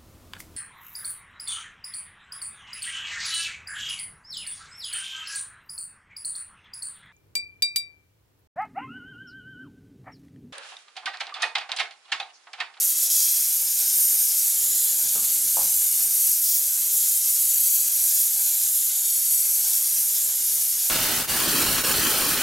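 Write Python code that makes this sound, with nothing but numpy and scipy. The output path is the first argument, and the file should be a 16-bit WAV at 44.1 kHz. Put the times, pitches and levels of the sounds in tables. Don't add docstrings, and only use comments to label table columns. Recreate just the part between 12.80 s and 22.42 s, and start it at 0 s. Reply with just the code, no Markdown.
import sys
import numpy as np
from scipy import signal
from scipy.fft import rfft, irfft, next_fast_len
from scipy.io import wavfile
from scipy.ndimage import map_coordinates

SR = 44100
rng = np.random.default_rng(int(sys.argv[2]) if len(sys.argv) > 2 else 0)


def put_to_file(sound):
    columns = np.atleast_2d(sound).T
    safe = np.clip(columns, -1, 1)
    whole_steps = np.round(safe * 32767)
    wavfile.write(sys.argv[1], SR, whole_steps.astype(np.int16))


N = 424241
TIME = np.arange(N) / SR
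SIZE = next_fast_len(N + SR // 2, True)
FREQS = np.fft.rfftfreq(SIZE, 1 / SR)

# t/s, level/dB, contact cut-off f/Hz, thud level/dB
KNOCKS = [(1.856, -51, 400, -70), (2.354, -52, 1500, -41.5), (2.769, -26.5, 2000, -43.5)]
# f/Hz, level/dB, t60/s
KNOCK_MODES = [(564, -15, .14), (710, -13, 0.1), (840, 0.5, 0.024), (945, 0, 0.022), (1080, -19, 0.024)]
# f/Hz, level/dB
THUD_SPECTRUM = [(100, -12), (160, 2), (400, -3), (800, -5), (1300, 0), (1700, -12), (4000, -27)]

# f/Hz, level/dB
DRAUGHT_SPECTRUM = [(35, -24), (65, -2.5), (95, 4.5), (125, -6.5), (155, -3.5), (200, -39), (400, -45)]
# f/Hz, level/dB
DEEP_SPECTRUM = [(20, -1), (42, -2), (60, 0), (90, -20)]
# f/Hz, level/dB
BLOW_SPECTRUM = [(330, -45), (440, -6), (550, -4), (820, -1.5), (1100, -4.5), (1350, -5), (1550, 0),
                 (1900, -2.5), (2200, 2), (3500, -6.5), (7000, -5.5)]
# f/Hz, level/dB
RUMBLE_SPECTRUM = [(100, -13), (160, 1.5), (220, -3), (290, 1), (400, 1), (800, -11.5), (2000, -15)]
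# t/s, level/dB
RUMBLE = [(0.0, -62.5), (0.66, -70), (1.1, -62.6), (1.68, -72.5), (1.86, -59.6), (3.3, -61.5), (3.48, -74),
          (4.02, -63), (4.46, -73.6), (4.7, -66.4), (4.9, -78), (5.04, -61), (5.2, -67.5), (8.08, -62.5)]
# middle t/s, length/s, depth/dB
LULLS = [(.64, .14, 16), (1.43, 0.18, 9), (3.1, 0.17, 10), (4.59, .16, 20), (6.45, 0.15, 19)]

# t/s, jet level/dB, edge sizzle level/dB
JET = [(0.0, -22, -34.8), (1.04, -23, -36), (1.16, -21, -35.0), (2.34, -22.5, -37.6), (3.46, -21, -34),
       (3.92, -24.0, -38.4), (4.16, -21.5, -36), (4.56, -22, -37), (4.94, -20.5, -27), (5.04, -23, -34),
       (5.38, -20.5, -34), (5.52, -22.7, -39), (6.02, -22, -36.6), (6.14, -24, -41), (6.54, -21.5, -39),
       (6.98, -22, -36.2), (7.08, -23, -39.4), (8.08, -24, -39)]
# t/s, level/dB
SPLASH = [(0, -34.5), (.55, -31.5), (.72, -36), (1.02, -31), (1.25, -35.5), (1.5, -34), (2.8, -34),
          (2.98, -36), (5.0, -35), (5.38, -34.5), (5.6, -35.5), (8.08, -34.5)]
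# middle t/s, length/s, depth/dB
SLIPS = [(.145, 0.053, 4.5), (.285, .05, 5), (3.11, .04, 3), (3.29, .05, 3), (3.61, .05, 3),
         (4.08, .06, 1.5), (4.41, 0.08, 1), (5.1, .05, 2)]
# start t/s, hold/s, flare level/dB, sizzle gain/dB, rumble and draught loss/dB
FLARES = [(.088, .02, -42, 6, 6), (0.215, .02, -28, 4, 4), (0.305, 0.13, -24, 5, 4),
          (0.492, .05, -31, 2, 5), (1.47, .02, -30, 3, 0), (3.575, .015, -49, 6, 1),
          (3.64, 0.11, -28, 10, 28), (4.115, .025, -40, 6, -1), (5.26, .12, -33, 2, 5)]
# f/Hz, level/dB
JET_SPECTRUM = [(2000, -30), (4000, -19), (5500, -15), (6400, -6), (7100, -2), (7800, -3), (9000, -2),
                (10300, 0), (11150, -0.5), (11650, 4.5), (12400, 0.5), (13400, 0), (14000, -11.5),
                (16000, -25)]
# f/Hz, level/dB
SPLASH_SPECTRUM = [(1200, -24.5), (2300, -14.5), (3500, -5.5), (4400, -2.5), (5300, 3), (6500, 5),
                   (9000, -15), (13000, -32)]
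# f/Hz, level/dB
SIZZLE_SPECTRUM = [(8000, -29), (11000, -7), (13500, 5.5), (15000, 6), (16000, 3)]
# f/Hz, level/dB
FLARE_SPECTRUM = [(2800, -22), (4200, -6.5), (5200, 0.5), (7000, 2.5), (9000, -6), (11700, 4), (14000, -26)]

# t/s, roar level/dB, hiss level/dB
RUSH = [(8.1, -27, -23.5), (8.3, -28, -24), (8.42, -29.5, -25.5), (8.64, -27.5, -23.5), (8.98, -27, -25),
        (9.12, -27, -23.5), (9.62, -28, -24)]
# f/Hz, level/dB
RUSH_SPECTRUM = [(20, -2.5), (120, -3), (260, 1), (430, -1), (780, -1.5), (1150, -1), (2700, -1.5),
                 (5000, -2), (7000, -6), (10000, -14), (16000, -24)]
# f/Hz, level/dB
RUSH_HISS_SPECTRUM = [(3500, -26), (6000, -7), (8000, -3), (10000, 0), (12300, -1), (13200, -.5),
                      (14000, -1.5), (16000, -3)]
# t/s, delay/ms, strength/1
STEEL_ECHO = [(8.1, 0.76, 0.1), (8.4, 0.59, 0.05), (8.6, 0.67, 0.1), (8.85, 0.7, 0.45), (9.1, 0.72, 0.37),
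              (9.3, 0.63, 0), (9.45, 0.72, .24), (9.62, 0.69, 0.25)]
# deepest t/s, fade/s, recovery/s, depth/dB
FALTERS = [(8.433, 0.0099, 0.019, 6.5), (8.468, 0.025, 0.025, 13.5), (9.033, 0.023, 0.0063, 11)]

# f/Hz, level/dB
WIDTH = [(20, -15), (120, -6.5), (400, -3.5), (750, -5), (1280, -4.5), (2000, -13.5), (3500, -17.5),
         (6500, -21), (8000, -15), (11100, -7.5), (11700, -22), (13200, -37), (14500, -20), (15600, -25)]
# f/Hz, level/dB
RUSH_WIDTH = [(60, -10), (250, -14.5), (700, -8.5), (1400, -13), (3500, -10), (8200, -7.5), (9400, -26),
              (15000, -36)]
# t/s, side level/dB
WIDTH_IN_TIME = [(0, 0.5), (5.3, -.5), (5.8, .5), (7.0, 0.5), (7.4, 1.5), (8.6, 1.5), (8.85, -1.3),
                 (9.62, -0.5)]

RUSH_START_S = 8.098
BENCH_ECHO_S, CUTOFF_HZ = .003448, 15800
FLARE_ATTACK_S, FLARE_RELEASE_S = .008, 0.06
SLIP_SIZZLE = 2.2
DRAUGHT_DB, DRAUGHT_FOLLOWS = -67, 0.35
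BLOW_DB, BLOW_FOLLOWS = -49.5, 0.12
TURN_S, TURN_LENGTH_S, DEEP_DB = 1.3, .8, -69.5
KNOCK_SIDE_DB = -9
GUTTER_DB, GUTTER_PER_S = 4, 5.9


def from_db(db):
    return 10 ** (np.asarray(db) / 20)


def rms_one(x):
    return x / np.sqrt(np.mean(x ** 2) + 1e-20)


def in_time(rows):
    s, *columns = np.transpose(rows)
    return [np.interp(TIME, s, c) for c in columns]


def dips(rows):
    loss_db = 0
    for middle, length, depth_db in rows:
        phase = np.pi * np.clip((TIME - middle) / length, -.5, .5)
        loss_db = loss_db + depth_db * np.cos(phase) ** 2
    return loss_db


def colour(points):
    hz, db = np.transpose(points)
    gain = from_db(np.interp(np.log(FREQS + 1), np.log(hz), db))
    low_skirt = np.minimum(FREQS / hz[0], 1) ** 2
    high_skirt = (hz[-1] / np.maximum(FREQS, hz[-1])) ** 2
    return gain * low_skirt * high_skirt


def filtered(x, response):
    return irfft(rfft(x, SIZE) * response, SIZE)[..., :N]


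def drift(rate):
    step = 40
    white = rfft(rng.standard_normal(SIZE // step))
    slow = irfft(white / (1 + (FREQS[:len(white)] / rate) ** 2))
    return np.interp(np.arange(N) / step, np.arange(len(slow)), rms_one(slow))


def turbulence(spectrum, flutter_db, flutter_rate):
    eddies = from_db(flutter_db * drift(flutter_rate))
    return rms_one(filtered(rng.standard_normal(N) * eddies, colour(spectrum)))


def scattered(x, strength, longest_s, rate, count=8):
    lags = np.linspace(longest_s / count, longest_s, count) * rng.uniform(.85, 1.15, count)
    echoes = sum(drift(rate) * np.roll(x, round(lag * SR)) for lag in lags) / np.sqrt(count)
    return (x + strength * echoes) / np.sqrt(1 + strength ** 2)


def spread(x, width, side_db):
    smear = rfft(rng.standard_normal(N) * TIME * np.exp(-TIME / .012), SIZE)
    side = from_db(side_db) * filtered(x, colour(width) * smear / np.abs(smear))
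    return np.array([x + side, x - side])


def workshop(x, t60, wet_db):
    tail = rng.standard_normal(N) * from_db(-60 * TIME / t60) * (TIME > BENCH_ECHO_S)
    return from_db(wet_db) * filtered(x, rfft(tail / np.linalg.norm(tail), SIZE))


def ring(x, hz, t60):
    r, w = from_db(-60 / (t60 * SR)), 2 * np.pi * hz / SR
    return signal.lfilter([0, np.sin(w)], [1, -2 * r * np.cos(w), r * r], x + 1e-18)


def knocks(thud_t60, slap_s, slap_db):
    force, thud = np.zeros(N), np.zeros(N)
    for s, db, soft_hz, thud_db in KNOCKS:
        click = from_db(db) * (np.arange(N) == round(s * SR))
        contact = signal.butter(2, soft_hz, fs=SR, output="sos")
        force += signal.sosfilt(contact, click + 1e-18)
        thud += (TIME >= s) * from_db(thud_db - 60 * np.abs(TIME - s) / thud_t60)
    body = sum(from_db(db) * ring(force, hz, t60) for hz, db, t60 in KNOCK_MODES)
    small_body = signal.butter(2, [450, 1400], "band", fs=SR, output="sos")
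    body = signal.sosfilt(small_body, body)
    body = body + from_db(slap_db) * np.interp(TIME - slap_s, TIME, body)
    thud = thud * rms_one(filtered(rng.standard_normal(N), colour(THUD_SPECTRUM)))
    return body + workshop(body, t60=0.39, wet_db=-1) + thud


def guttering():
    return from_db(-GUTTER_DB * np.maximum(drift(GUTTER_PER_S), 0) ** 2)


def burning(quench_db):
    rumble_db, = in_time(RUMBLE)
    swing_db = rumble_db - np.mean(rumble_db)
    side_on = np.clip((TIME - TURN_S) / TURN_LENGTH_S, 0, 1)
    draught_gain = from_db(DRAUGHT_DB + DRAUGHT_FOLLOWS * swing_db)
    draught = draught_gain * turbulence(DRAUGHT_SPECTRUM, flutter_db=1.5, flutter_rate=6)
    deep = side_on * from_db(DEEP_DB) * turbulence(DEEP_SPECTRUM, flutter_db=1.5, flutter_rate=6)
    rumble_gain = from_db(rumble_db - dips(LULLS) - quench_db + 3.0)
    rumble = rumble_gain * turbulence(RUMBLE_SPECTRUM, flutter_db=1.8, flutter_rate=10)
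    blow_gain = from_db(BLOW_DB + BLOW_FOLLOWS * (swing_db - quench_db))
    blow = blow_gain * turbulence(BLOW_SPECTRUM, flutter_db=1.06, flutter_rate=24)
    air = from_db(-quench_db) * guttering() * (draught + deep)
    return air + scattered(guttering() * rumble + blow, strength=0.83, longest_s=.009, rate=3.5)


def steadiness():
    sag_db = sum(np.interp(TIME, [s - fade, s, s + back], [0, db, 0]) for s, fade, back, db in FALTERS)
    return from_db(-sag_db)


def rush():
    roar_db, hiss_db = in_time(RUSH)
    delay_ms, strength = in_time(STEEL_ECHO)
    roar = from_db(roar_db + 1.2) * turbulence(RUSH_SPECTRUM, flutter_db=1.0, flutter_rate=88)
    bright = from_db(hiss_db) * turbulence(RUSH_HISS_SPECTRUM, flutter_db=1.44, flutter_rate=83)
    flame = roar + bright
    delay_ms = delay_ms + 0.013 * drift(10)
    echo = map_coordinates(flame, [(TIME - delay_ms / 10 ** 3) * SR], order=3)
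    return scattered(flame + strength * echo, strength=.3, longest_s=.002, rate=6)


def flaring():
    gates = []
    for s, hold, *_ in FLARES:
        corners = [s - FLARE_ATTACK_S, s, s + hold, s + hold + FLARE_RELEASE_S]
        gates.append(np.interp(TIME, corners, [0, 1, 1, 0]))
    _, _, db, sizzle_db, quench_db = np.transpose(FLARES)
    return np.array([from_db(db), sizzle_db, quench_db]) @ np.array(gates)


def hiss(flare, more_sizzle_db):
    jet_db, sizzle_db = in_time(JET)
    splash_db, = in_time(SPLASH)
    tremor, slip_db = drift(9), dips(SLIPS)
    jet_db = jet_db - slip_db + 0.44 * tremor
    sizzle_db = sizzle_db - SLIP_SIZZLE * slip_db + 1.4 * tremor
    flare = flare * turbulence(FLARE_SPECTRUM, flutter_db=0.45, flutter_rate=70)
    jet = from_db(jet_db + 0.1) * turbulence(JET_SPECTRUM, flutter_db=0.5, flutter_rate=140)
    splash = from_db(splash_db) * turbulence(SPLASH_SPECTRUM, flutter_db=1.4, flutter_rate=18)
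    sizzle_gain = from_db(sizzle_db + more_sizzle_db + 1.7)
    sizzle = sizzle_gain * turbulence(SIZZLE_SPECTRUM, flutter_db=0.5, flutter_rate=45)
    flicker_db = 0.76 * from_db(sizzle_db - np.mean(sizzle_db))
    flicker = from_db(flicker_db * drift(80))
    top = filtered(jet, colour([(6500, -25), (8500, -5), (10000, 0), (20000, 0)]))
    whole = jet - top + flicker * (top + sizzle) + splash + flare
    return scattered(whole, strength=0.3, longest_s=.0022, rate=1.6)


def scene():
    turbulent = np.clip((TIME - RUSH_START_S) / 0.0014, 0, 1)
    flare, sizzle_db, quench_db = flaring()
    side_db, = in_time(WIDTH_IN_TIME)
    jet = hiss(flare, sizzle_db) * steadiness() * (1 - 0.92 * turbulent)
    bench = 0.38 * np.roll(jet, round(BENCH_ECHO_S * SR))
    jet = .91 * (jet + bench + workshop(jet, t60=.13, wet_db=-7))
    roar = rush() * steadiness() * turbulent
    roar = roar + workshop(roar, t60=0.089, wet_db=-12)
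    torch = spread(jet + burning(quench_db), WIDTH, side_db) + spread(roar, RUSH_WIDTH, side_db)
    bumps = spread(knocks(thud_t60=0.46, slap_s=.0142, slap_db=-4), WIDTH, KNOCK_SIDE_DB)
    return (torch + bumps) * from_db([[-.12], [.12]])


def record(dry):
    low_pass = signal.ellip(12, .1, 80, CUTOFF_HZ, fs=SR, output="sos")
    return signal.sosfilt(low_pass, dry)


dry = scene()
out = record(dry)
put_to_file(out)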